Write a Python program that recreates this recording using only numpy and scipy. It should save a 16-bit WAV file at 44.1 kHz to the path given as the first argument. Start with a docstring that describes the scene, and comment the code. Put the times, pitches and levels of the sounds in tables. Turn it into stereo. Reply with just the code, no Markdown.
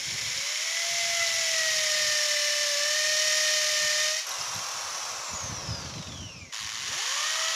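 """A bare room: a corded hammer drill bores a concrete floor, close to the microphone.
Each ratchet tooth rings the bit and crushes grit; the blows also hum through drill and slab until the bit is out.
The motor then runs free and coasts down: fan rush, brush hiss and a falling commutator whine, with cooling air
buffeting the microphone; then a second hole is begun."""
import sys
import numpy as np
from scipy import signal
from scipy.fft import rfft, irfft, next_fast_len
from scipy.io import wavfile
from scipy.ndimage import uniform_filter1d

SR = 44100
rng = np.random.default_rng(int(sys.argv[2]) if len(sys.argv) > 2 else 0)


def unload_wav(signal):
    """Save mono or channel-first audio to the path in sys.argv[1] as 16-bit WAV at rate SR, clipped to [-1, 1]."""
    wavfile.write(
        sys.argv[1],
        SR,
        np.round(np.clip(np.atleast_2d(signal).T, -1, 1) * 32767).astype(np.int16),
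    )


N = 332955
T = np.arange(N) / SR

TEETH, ROTOR_PER_TOOTH = 16, 10 / 16  # ratchet teeth per spindle turn; rotor turns per tooth
FULL_HZ = 620  # full speed; speeds are ratchet teeth per second
PULL_OUT_S, RELEASE_S, RESTART_S = 4.25, 5.0, 6.523  # bit out of hole 1, trigger released, hole 2 begun


def amp(db):
    """Decibels to gain."""
    return 10 ** (np.asarray(db) / 20)


def evened(x):
    """Scales to rms 1."""
    return x / np.sqrt(np.mean(x ** 2) + 1e-20)


def steady(x):
    """Holds the rms at 1 over about 0.09 s."""
    return x / np.sqrt(uniform_filter1d(x ** 2, size=4000) + 1e-12)


def curve(rows, axis=1):
    """One table column interpolated at every sample."""
    rows = np.array(rows)
    return np.interp(T, rows[:, 0], rows[:, axis])


def level(rows, axis=1):
    """A dB column as gain, silent outside its table."""
    inside = 1. * (T >= rows[0][0]) * (T <= rows[-1][0])
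    return amp(curve(rows, axis)) * uniform_filter1d(inside, size=90)


def gate(start, end, edge_s):
    """1 between two times, with straight ramps centred on them."""
    return np.clip(.5 + np.minimum(T - start, end - T) / edge_s, 0, 1)


def read(points, hz):
    """A spectrum interpolated on a log-frequency axis."""
    f, value = np.transpose(points)
    return np.interp(np.log(hz + 1), np.log(f + 1), value)


def resonance_db(hz, rings):
    """Summed lift of resonances, rows of (f/Hz, width/Hz, lift/dB)."""
    return sum(lift / (1 + (2 * (hz - f) / width) ** 2) for f, width, lift in rings)


def colour(x, points, rings=()):
    """Minimum-phase filter of unit noise gain: broad spectrum plus resonances, falling below its first point."""
    hz = np.fft.rfftfreq(8192, 1 / SR)
    db = read(points, hz) + resonance_db(hz, rings)
    db = db - 10 * np.log10(1 + (points[0][0] / (hz + 5) / 2) ** 4)
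    log_gain = np.log(amp(np.r_[db, db[-2:0:-1]]))
    min_phase = np.exp(np.conj(signal.hilbert(log_gain)))
    taps = np.fft.ifft(min_phase).real[:len(hz)]
    return signal.oaconvolve(x, taps / np.linalg.norm(taps))[:N]


def wander(hz):
    """Slow noise of rms 1, low-passed near hz."""
    coarse = np.arange(N // 16 + 2) * 16 / SR
    size = next_fast_len(len(coarse))
    lowpass = 1 / (1 + (np.fft.rfftfreq(size, coarse[1]) / hz) ** 4)
    slow = irfft(rfft(rng.standard_normal(size)) * lowpass, size)
    return evened(np.interp(T, coarse, slow[:len(coarse)]))


def tone(phase, rough):
    """A partial of rms 1 whose height and phase waver."""
    waver = 1 + rough * (wander(46) + 1j * wander(67))
    return evened((waver * np.exp(1j * phase)).real)


# reverberation: f/Hz, t60/s
ROOM_T60 = [(200, 0.39), (2000, 0.52), (6000, 0.37), (14000, 0.32)]


def room(x, wet_db):
    """Adds a tail of sparse reflections, each band dying at its own rate; scaled to keep the power."""
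    taps = rng.choice([-1., 1.], SR // 2) * (rng.random(SR // 2) < 2000 / SR)  # 2000 reflections/s
    hz, t, z = signal.stft(taps, SR, nperseg=256)
    decay = amp(-60 * t / read(ROOM_T60, hz)[:, None])
    tail = signal.istft(z * decay, SR, nperseg=256)[1]
    wet = signal.fftconvolve(x, tail / np.linalg.norm(tail))[:N]
    return (x + amp(wet_db) * wet) / np.hypot(1, amp(wet_db))


# trigger squeezes, one a hole: steepest rise t/s, time constant/s
SQUEEZES = [(.075, .26), (6.945, .115)]
# speed the load allows in the first run: t/s, teeth f/Hz
LOADED_SPEED = [(.5, 695), (.85, 712), (1.15, 687), (1.65, 638.8), (1.85, 617.6), (2.4, 592.5),
                (2.63, 593.4), (2.76, 577.7), (2.98, 611.4), (3.4, 615.8), (3.89, 605.6), (4.09, 615),
                (4.3, 648.5), (4.87, 614.3)]
CREEP_HZ, RELEASE_HZ, SECOND_TOP_HZ = 108.87, 597, 652.4
FRICTION_HZ_PER_S, DRAG_EQUAL_HZ = 219, 586  # braking by friction; speed at which air drag equals it


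def speed():
    """Teeth per second: S-curve up to what the load allows, coast down against friction and air drag."""
    first, second = (np.exp(-np.exp(np.minimum((s - T) / lag, 5))) for s, lag in SQUEEZES)
    first_top_hz = curve(LOADED_SPEED + [(RELEASE_S, RELEASE_HZ)])
    rise_hz = np.where(T < RESTART_S, first * (first_top_hz - CREEP_HZ), second * (SECOND_TOP_HZ - CREEP_HZ))
    coast_s = np.maximum(T - RELEASE_S, 0)
    angle = np.arctan(RELEASE_HZ / DRAG_EQUAL_HZ) - coast_s * FRICTION_HZ_PER_S / DRAG_EQUAL_HZ
    coasting = np.maximum(DRAG_EQUAL_HZ * np.tan(angle), 20)
    return np.where((T > RELEASE_S) & (T < RESTART_S), coasting, CREEP_HZ + rise_hz)


def with_speed(db_per_octave):
    """Gain of a sound that grows with speed; 1 at full speed."""
    return amp(db_per_octave * np.log2(speed() / FULL_HZ))


# gusts of cooling air: start t/s, length/s, level/dB
GUSTS = [(0, 0.44, -50.5), (.9, 1.26, -60), (2.045, .05, -49), (3.036, 0.25, -63), (3.63, .47, -64),
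         (3.82, 0.057, -50.5), (4.37, .87, -61), (4.39, 0.044, -56), (4.54, 0.072, -44), (5.3, 1.01, -43),
         (5.512, .07, -42), (5.67, .07, -36.5), (5.937, .07, -41), (6.169, 0.075, -45), (6.3, 0.19, -50),
         (6.593, .37, -53), (6.922, .04, -53)]
# spectrum of the buffeting: f/Hz, level/dB per Hz
BUFFET_SPECTRUM = [(40, -23.5), (60, -11), (80, 0.5), (100, 0.5), (155, -2.5), (290, -14), (400, -20.5),
                   (550, -38), (900, -85)]
GUST_EDGE_S, DRAUGHT_DB = 0.037, -84


def buffet(lump_db=6.0, smooth_s=0.24):
    """Exhaust eddies thump the microphone over a faint draught; gusts shorter than smooth_s are less lumpy."""
    eddies = wander(23)
    power = amp(DRAUGHT_DB + lump_db * eddies) ** 2
    for s, length, db in GUSTS:
        lumps = evened(amp(lump_db * min(length / smooth_s, 1) * np.minimum(eddies, 1)))
        power = power + (amp(db) * lumps * gate(s, s + length, GUST_EDGE_S)) ** 2
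    return np.sqrt(power) * colour(rng.standard_normal(N), BUFFET_SPECTRUM)


# rings of the bit on the wall of the hole: t/s, f/Hz, peak level/dB
CLINKS = [(4.268, 11400, -37), (4.292, 11400, -34), (4.316, 3900, -25.5), (4.319, 11100, -35),
          (4.341, 4000, -32), (4.385, 5700, -29), (4.412, 5170, -22.5), (4.425, 11100, -37),
          (4.548, 11550, -37), (4.555, 4010, -28)]


def clinks(decay_s=0.004):
    """The bit clinks on the wall on its way out: decaying sines of ringing steel."""
    out = np.zeros(N)
    for s, hz, db in CLINKS:
        age = np.maximum(T - s, 0)
        out += amp(db) * np.exp(-np.minimum(age / decay_s, 50)) * np.sin(2 * np.pi * hz * age)
    return out


# rattle of the chuck jaws: f/Hz, level/dB per Hz
CHUCK_SPECTRUM = [(1500, -8.5), (2300, -11), (3100, -4.5), (4000, -12), (5500, -4.5), (7500, -21),
                  (12000, -44)]


def chuck(teeth, db=-45, slack_hz=285, span_hz=70, ring_s=0.016, knocks_per_turn=1.37):
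    """In a narrow range of low speed the loose chuck rattles: noise bursts, over one per spindle turn."""
    cycles = knocks_per_turn * teeth / TEETH
    age_s = (cycles % 1) / (np.gradient(cycles) * SR)
    loose = np.exp(-((speed() - slack_hz) / span_hz) ** 2)
    rattle = steady(np.exp(-age_s / ring_s) * rng.standard_normal(N))
    return amp(db) * loose * colour(rattle, CHUCK_SPECTRUM)


# commutator partials: multiple of rotor speed, level/dB
WHINE_PARTIALS = [(12, -15), (22, -10), (24, 0), (30, -14), (36, -19), (48, -13), (72, -13)]
# how the housing passes the whine: f/Hz, level/dB
HOUSING = [(2100, -9), (3000, -6.5), (4400, -14), (4950, -1.5), (5600, -6), (6650, -2.5), (7400, -7),
           (7800, -29), (9400, -27), (13000, -38)]
# narrow overtone swelling as it falls with the whine: t/s, f/Hz, level/dB
FALLING_OVERTONE = [(5.9, 5900, -64), (6.05, 5912, -65), (6.22, 5795, -49), (6.36, 5420, -50),
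                    (6.42, 5350, -66)]
WHINE_DB, WHINE_DB_PER_OCTAVE = -35, 4


def whine(teeth, rough=0.35, throb=0.26):
    """Commutator bars pass the brushes and sweep the housing's resonances; a falling overtone swells briefly."""
    rotor = 2 * np.pi * ROTOR_PER_TOOTH * teeth
    rotor_hz = ROTOR_PER_TOOTH * speed()
    bars = sum(amp(db + read(HOUSING, k * rotor_hz)) * tone(k * rotor, rough) for k, db in WHINE_PARTIALS)
    bars *= amp(WHINE_DB) * with_speed(WHINE_DB_PER_OCTAVE) * (1 + throb * np.cos(rotor))
    overtone_phase = 2 * np.pi * np.cumsum(curve(FALLING_OVERTONE)) / SR
    overtone = evened(((wander(160) + 1j * wander(160.5)) * np.exp(1j * overtone_phase)).real)
    return gate(PULL_OUT_S, RESTART_S, edge_s=0.044) * bars + level(FALLING_OVERTONE, axis=2) * overtone


# fan rush at full speed, before the vents: f/Hz, level/dB per Hz
FAN = [(250, -30.5), (400, -15.5), (520, -14), (750, -5.5), (1000, -5.5), (1300, -4), (1800, -6.5),
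       (2500, -8), (4000, -11.5)]
# air resonances of the housing: f/Hz, width/Hz, lift/dB
VENTS = [(558, 78, 12), (780, 130, 2), (1026, 150, 8), (1250, 110, 7)]
# fan blades, gears, brushes: multiple of rotor speed, level/dB before the fan gain
ROTOR_TONES = [(2, -20), (4, -19), (5, -18.5), (6, -25), (7, -17), (8, -17.5), (9, -19.5), (11, -22),
               (14, -16.5), (17, -17), (19, -20), (23, -28), (25, -28), (28, -36)]
# brush hiss: f/Hz, level/dB per Hz
BRUSHES = [(1500, -24), (2500, -8.5), (4000, -6.5), (4900, -4.5), (5800, 4), (6500, -2.5), (7300, -7),
           (8200, -17), (11000, -16.5), (13000, -27.5), (15400, -25)]
FAN_DB, FAN_KNEE_HZ, FAN_STEEPNESS = -36, 411, 4.5  # the fan dies away below the knee speed
BRUSH_DB, BRUSH_DB_PER_OCTAVE = -35.5, 7.5


def motor(teeth, quiet_db=-10, shift=0.67, chatter=0.065, rise_s=0.027):
    """Fan rush and rotor tones sink as the rotor slows; brushes hiss. 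Quieter outside PULL_OUT_S to RESTART_S."""
    rate = speed()
    risen = np.clip((T - PULL_OUT_S) / rise_s, 0, 1) * (T < RESTART_S)
    frame_s, bin_hz = np.arange(N // 128 + 5) * 128 / SR, np.fft.rfftfreq(512, 1 / SR)
    pace = np.interp(frame_s, T, rate)[:, None] / FULL_HZ
    z = rng.standard_normal((len(frame_s), len(bin_hz), 2)) @ [1, 1j]
    z *= amp(read(FAN, bin_hz / pace ** shift) + resonance_db(bin_hz, VENTS)) / (1 + (bin_hz / 3500) ** 4)
    rush = steady(signal.istft(z.T, nperseg=512, noverlap=384)[1][:N])
    rotor = 2 * np.pi * ROTOR_PER_TOOTH * teeth
    tones = sum(amp(db) * tone(k * rotor, rough=1.0) for k, db in ROTOR_TONES)
    fan_gain = amp(FAN_DB) / np.sqrt(1 + (FAN_KNEE_HZ / rate) ** FAN_STEEPNESS)
    fan = fan_gain * (amp(-2.5) * rush + tones)

    chattering = 1 + chatter * np.cos(2 * np.pi * teeth / TEETH)
    scrape = rng.standard_normal(N) * chattering * amp(0.9 * wander(120))
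    hiss = colour(evened(scrape), BRUSHES)
    # slow brushes lose their top octave
    brisk = np.clip(rate / FULL_HZ, 0, 1) ** 0.46
    dull = signal.filtfilt(*signal.butter(2, 7500, fs=SR), hiss)
    hiss = brisk * hiss + (1 - brisk) * dull
    brush_gain = amp(BRUSH_DB) * with_speed(BRUSH_DB_PER_OCTAVE)
    return amp(quiet_db * (1 - risen)) * (fan + brush_gain * hiss)


# flutes rubbing the wall of hole 1: t/s, level/dB
RUBBING = [(1, -54), (1.6, -38.5), (2.2, -34.5), (2.45, -34.5), (2.9, -37.5), (3.4, -32), (3.7, -36.5),
           (4.1, -37.5), (4.2, -35.5)]
# modes of the bit: f/Hz (the upper ones at full speed), width/Hz, level/dB before evening
BIT_MODES = [(1993, 126, -4.5), (5664, 240, 1), (9640, 350, -15.5)]


def singing(teeth, throb=0.64, drift=.7):
    """The bit's modes ring as its bent tip swings against the wall; the upper ones sag with the speed."""
    sagged_s = np.cumsum((speed() / FULL_HZ) ** drift) / SR
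    spindle = 2 * np.pi * teeth / TEETH
    swing = 1 + throb * np.cos(spindle) + 0.36 * np.cos(3 * spindle)
    rings = np.zeros(N)
    for k, (hz, width, db) in enumerate(BIT_MODES):
        waver = wander(width / 2) + 1j * wander(width / 2)
        carrier = np.exp(2j * np.pi * hz * (sagged_s if k else T))
        rings += amp(db) * evened((waver * carrier).real)
    return level(RUBBING) * evened(swing * rings)


# hum at the blow rate, one table a hole, before the partials' levels: t/s, level/dB
HUM_LEVEL = [
    [(0, -63), (.3, -60), (.5, -53), (1, -41.5), (1.75, -37.5), (2.1, -39), (3.4, -37), (4.14, -38.5),
     (4.27, -64)],
    [(6.8, -65), (7.02, -58.5), (7.28, -52.5), (7.42, -43), (7.55, -45)],
]
# partials: hole 1 level/dB, hole 2 level/dB, throb/0-1, roughness/0-1
HUM_PARTIALS = [(0, 1.5, 0.06, 0.07), (-12.5, 4, 0.39, 0.19), (-2, 0.5, 0.36, 0.14)]
# bit resonance lifting a partial that passes it in hole 1: f/Hz, width/Hz, lift/dB
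HUM_RING = (1800, 115, 4.9)
# brief swells of the overtones: t/s, half length/s, lift/dB
SWELLS = [(.78, 0.052, 6), (1.213, 0.036, 10.5), (1.645, 0.096, 6.5), (4.037, 0.049, 5), (7.2, 0.15, 6)]


def hum(teeth, fade_db=1.56):
    """The blows shake drill and slab at their rate; the bit's wobble throbs the partials with the spindle."""
    out, rate = np.zeros(N), speed()
    swell_db = sum(db * np.exp(-((T - s) / half) ** 2) for s, half, db in SWELLS)
    for k, (first_db, second_db, wobble, rough) in enumerate(HUM_PARTIALS, 1):
        throb = sum(np.cos(2 * np.pi * (m * teeth / TEETH + rng.random())) / np.sqrt(m) for m in range(1, 5))
        swing = 1 + wobble * throb + rough * (wander(63) + 1j * wander(60))
        partial = evened((swing * np.exp(2j * np.pi * k * teeth)).real)
        first = level(HUM_LEVEL[0]) * amp(first_db + resonance_db(k * rate, [HUM_RING]))
        second = level(HUM_LEVEL[1]) * amp(second_db)
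        overtone_db = (k > 1) * (swell_db + fade_db * wander(5.3))
        out += (first + second) * amp(overtone_db) * partial
    return out


# bit, chuck and slab with the bit standing out, sunk, and in hole 2: f/Hz, level/dB per Hz
BIT_OUT = [(300, -36), (600, -16.5), (1000, -24), (1550, -12.5), (2000, -4.5), (2600, -9), (3000, -4),
           (4400, -7), (5400, -2.5), (7100, -7.5), (7900, -16), (10000, -17.5), (13000, -28.5),
           (15400, -29)]
BIT_SUNK = [(300, -33), (750, -25), (1000, -19.5), (1600, -9.5), (1980, -3), (2200, -5), (3100, -2.5),
            (3400, -5.5), (4800, -2), (5700, 0.5), (7100, -3), (7900, -15), (10500, -17.5), (13000, -23.5),
            (15400, -31)]
BIT_FRESH = [(300, -28), (720, -12.5), (1000, -4.5), (1450, -6.5), (1900, -1), (2500, -3.5), (3100, -0.5),
             (4300, -2), (5800, -1.5), (7100, -5), (7900, -13.5), (9800, -14.5), (13000, -26.5),
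             (15400, -28)]
# ringing of the bit in the same states: f/Hz, width/Hz, lift/dB
RINGS_OUT = [(2170, 410, 6), (3140, 250, 2.5), (4200, 270, 1), (5550, 550, 3), (6900, 530, 5.5),
             (8300, 950, -5)]
RINGS_SUNK = [(2250, 59, 3.7), (3000, 160, 4.5), (3690, 250, 3.7), (4280, 100, 2.6), (4977, 1000, 1.8),
              (6240, 92, 1.7), (15340, 200, 8)]
RINGS_FRESH = [(1111.3, 300, 4), (1820, 180, 4.5), (3020, 250, 5.5), (4754, 250, 1.5), (5773, 300, 4.5),
               (6800, 700, 5), (8200, 900, -4.5)]
# push on hole 1, as hammering at full speed: t/s, level/dB
PUSH = [(0, -30.5), (.66, -30.5), (1, -28.5), (1.96, -26.5), (2.76, -28), (3.37, -26), (4.06, -27.1),
        (4.19, -31.5), (4.26, -39)]
SECOND_PUSH_DB, BITE_DB, BITE_S = -28.9, 2, 0.027  # even push on hole 2 after a harder first bite
BLOW_DB_PER_OCTAVE = 2.5


def hammer(teeth, tooth_db=0.66, chance_db=1., wobble_db=0.83, lurch_db=-0.03, slip_s=.000022,
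           spread_s=.0012, crush_s=0.0044, rattle=.2, shallow_db=-9, deep_db=-4.5):
    """Each ratchet tooth strikes the bit: a sharp blow that rings it, and a burst of crushed grit."""
    blow, rate = np.floor(teeth).astype(int), speed()
    size, early = rng.standard_normal((N, 2)).T
    depth = np.clip((T - .9) / 1.47, 0, 1) * (T < RESTART_S)

    # unequal teeth and a wobbling bit: this part repeats each spindle turn
    tooth_force_db = tooth_db * evened(rng.standard_normal(TEETH))[blow % TEETH]
    wobble_force_db = wobble_db * np.cos(2 * np.pi * teeth / TEETH) * (T < RESTART_S)
    force = amp(tooth_force_db + wobble_force_db + chance_db * size[blow] + lurch_db * wander(25))

    # early or late slips blur the highest overtones
    slip = slip_s * early[np.round(teeth).astype(int)]
    offset = (((teeth + .5) % 1 - .5) / rate + slip) * SR  # in samples
    strikes = np.sinc(offset) * np.exp(-(offset / 6) ** 2)
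    # bending waves disperse each blow, treble first; spread_s is the delay at 6 kHz
    hz = np.fft.rfftfreq(N, 1 / SR)
    strikes = irfft(rfft(strikes) * np.exp(-4j * np.pi * spread_s * np.sqrt(hz * 6000)), N)
    grit = (rattle + np.exp(-(teeth % 1) / rate / crush_s)) * rng.standard_normal(N)

    # the hole guides the bit: blows stand out more from the grit as it sinks
    strike_gain = amp(shallow_db + depth * (deep_db - shallow_db))
    drive = steady(force * (strike_gain * steady(strikes) + steady(grit)))
    first = (1 - depth) * colour(drive, BIT_OUT, RINGS_OUT) + depth * colour(drive, BIT_SUNK, RINGS_SUNK)
    second = colour(drive, BIT_FRESH, RINGS_FRESH)
    bite_db = BITE_DB * np.exp(-abs(T - RESTART_S) / BITE_S)
    second_push = gate(RESTART_S, np.inf, edge_s=0.0029) * amp(SECOND_PUSH_DB + bite_db)
    return with_speed(BLOW_DB_PER_OCTAVE) * (level(PUSH) * first + second_push * second)


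def scene():
    """One wavering shaft, counted in teeth passed, drives hammer and motor; the air buffets without room."""
    teeth = np.cumsum(speed() * (1 + .0018 * wander(18.1))) / SR
    drill = room(clinks() + chuck(teeth) + motor(teeth) + singing(teeth) + hammer(teeth), wet_db=-11.0)
    tones = room(whine(teeth), wet_db=-8) + room(hum(teeth), wet_db=-12)
    return np.tile(buffet() + tones + drill, (2, 1))


EDGE_HZ = 15520


def record(dry, ceiling=0.19):
    """A mono microphone rounds off the peaks; then a steep low-pass at EDGE_HZ."""
    rounded = dry / (1 + (dry / ceiling) ** 4) ** (1 / 4)
    lowpass = signal.firwin(1023, EDGE_HZ, window=("kaiser", 9), fs=SR)
    return signal.oaconvolve(rounded, lowpass[None], "same")


dry = scene()
out = record(dry)
unload_wav(out)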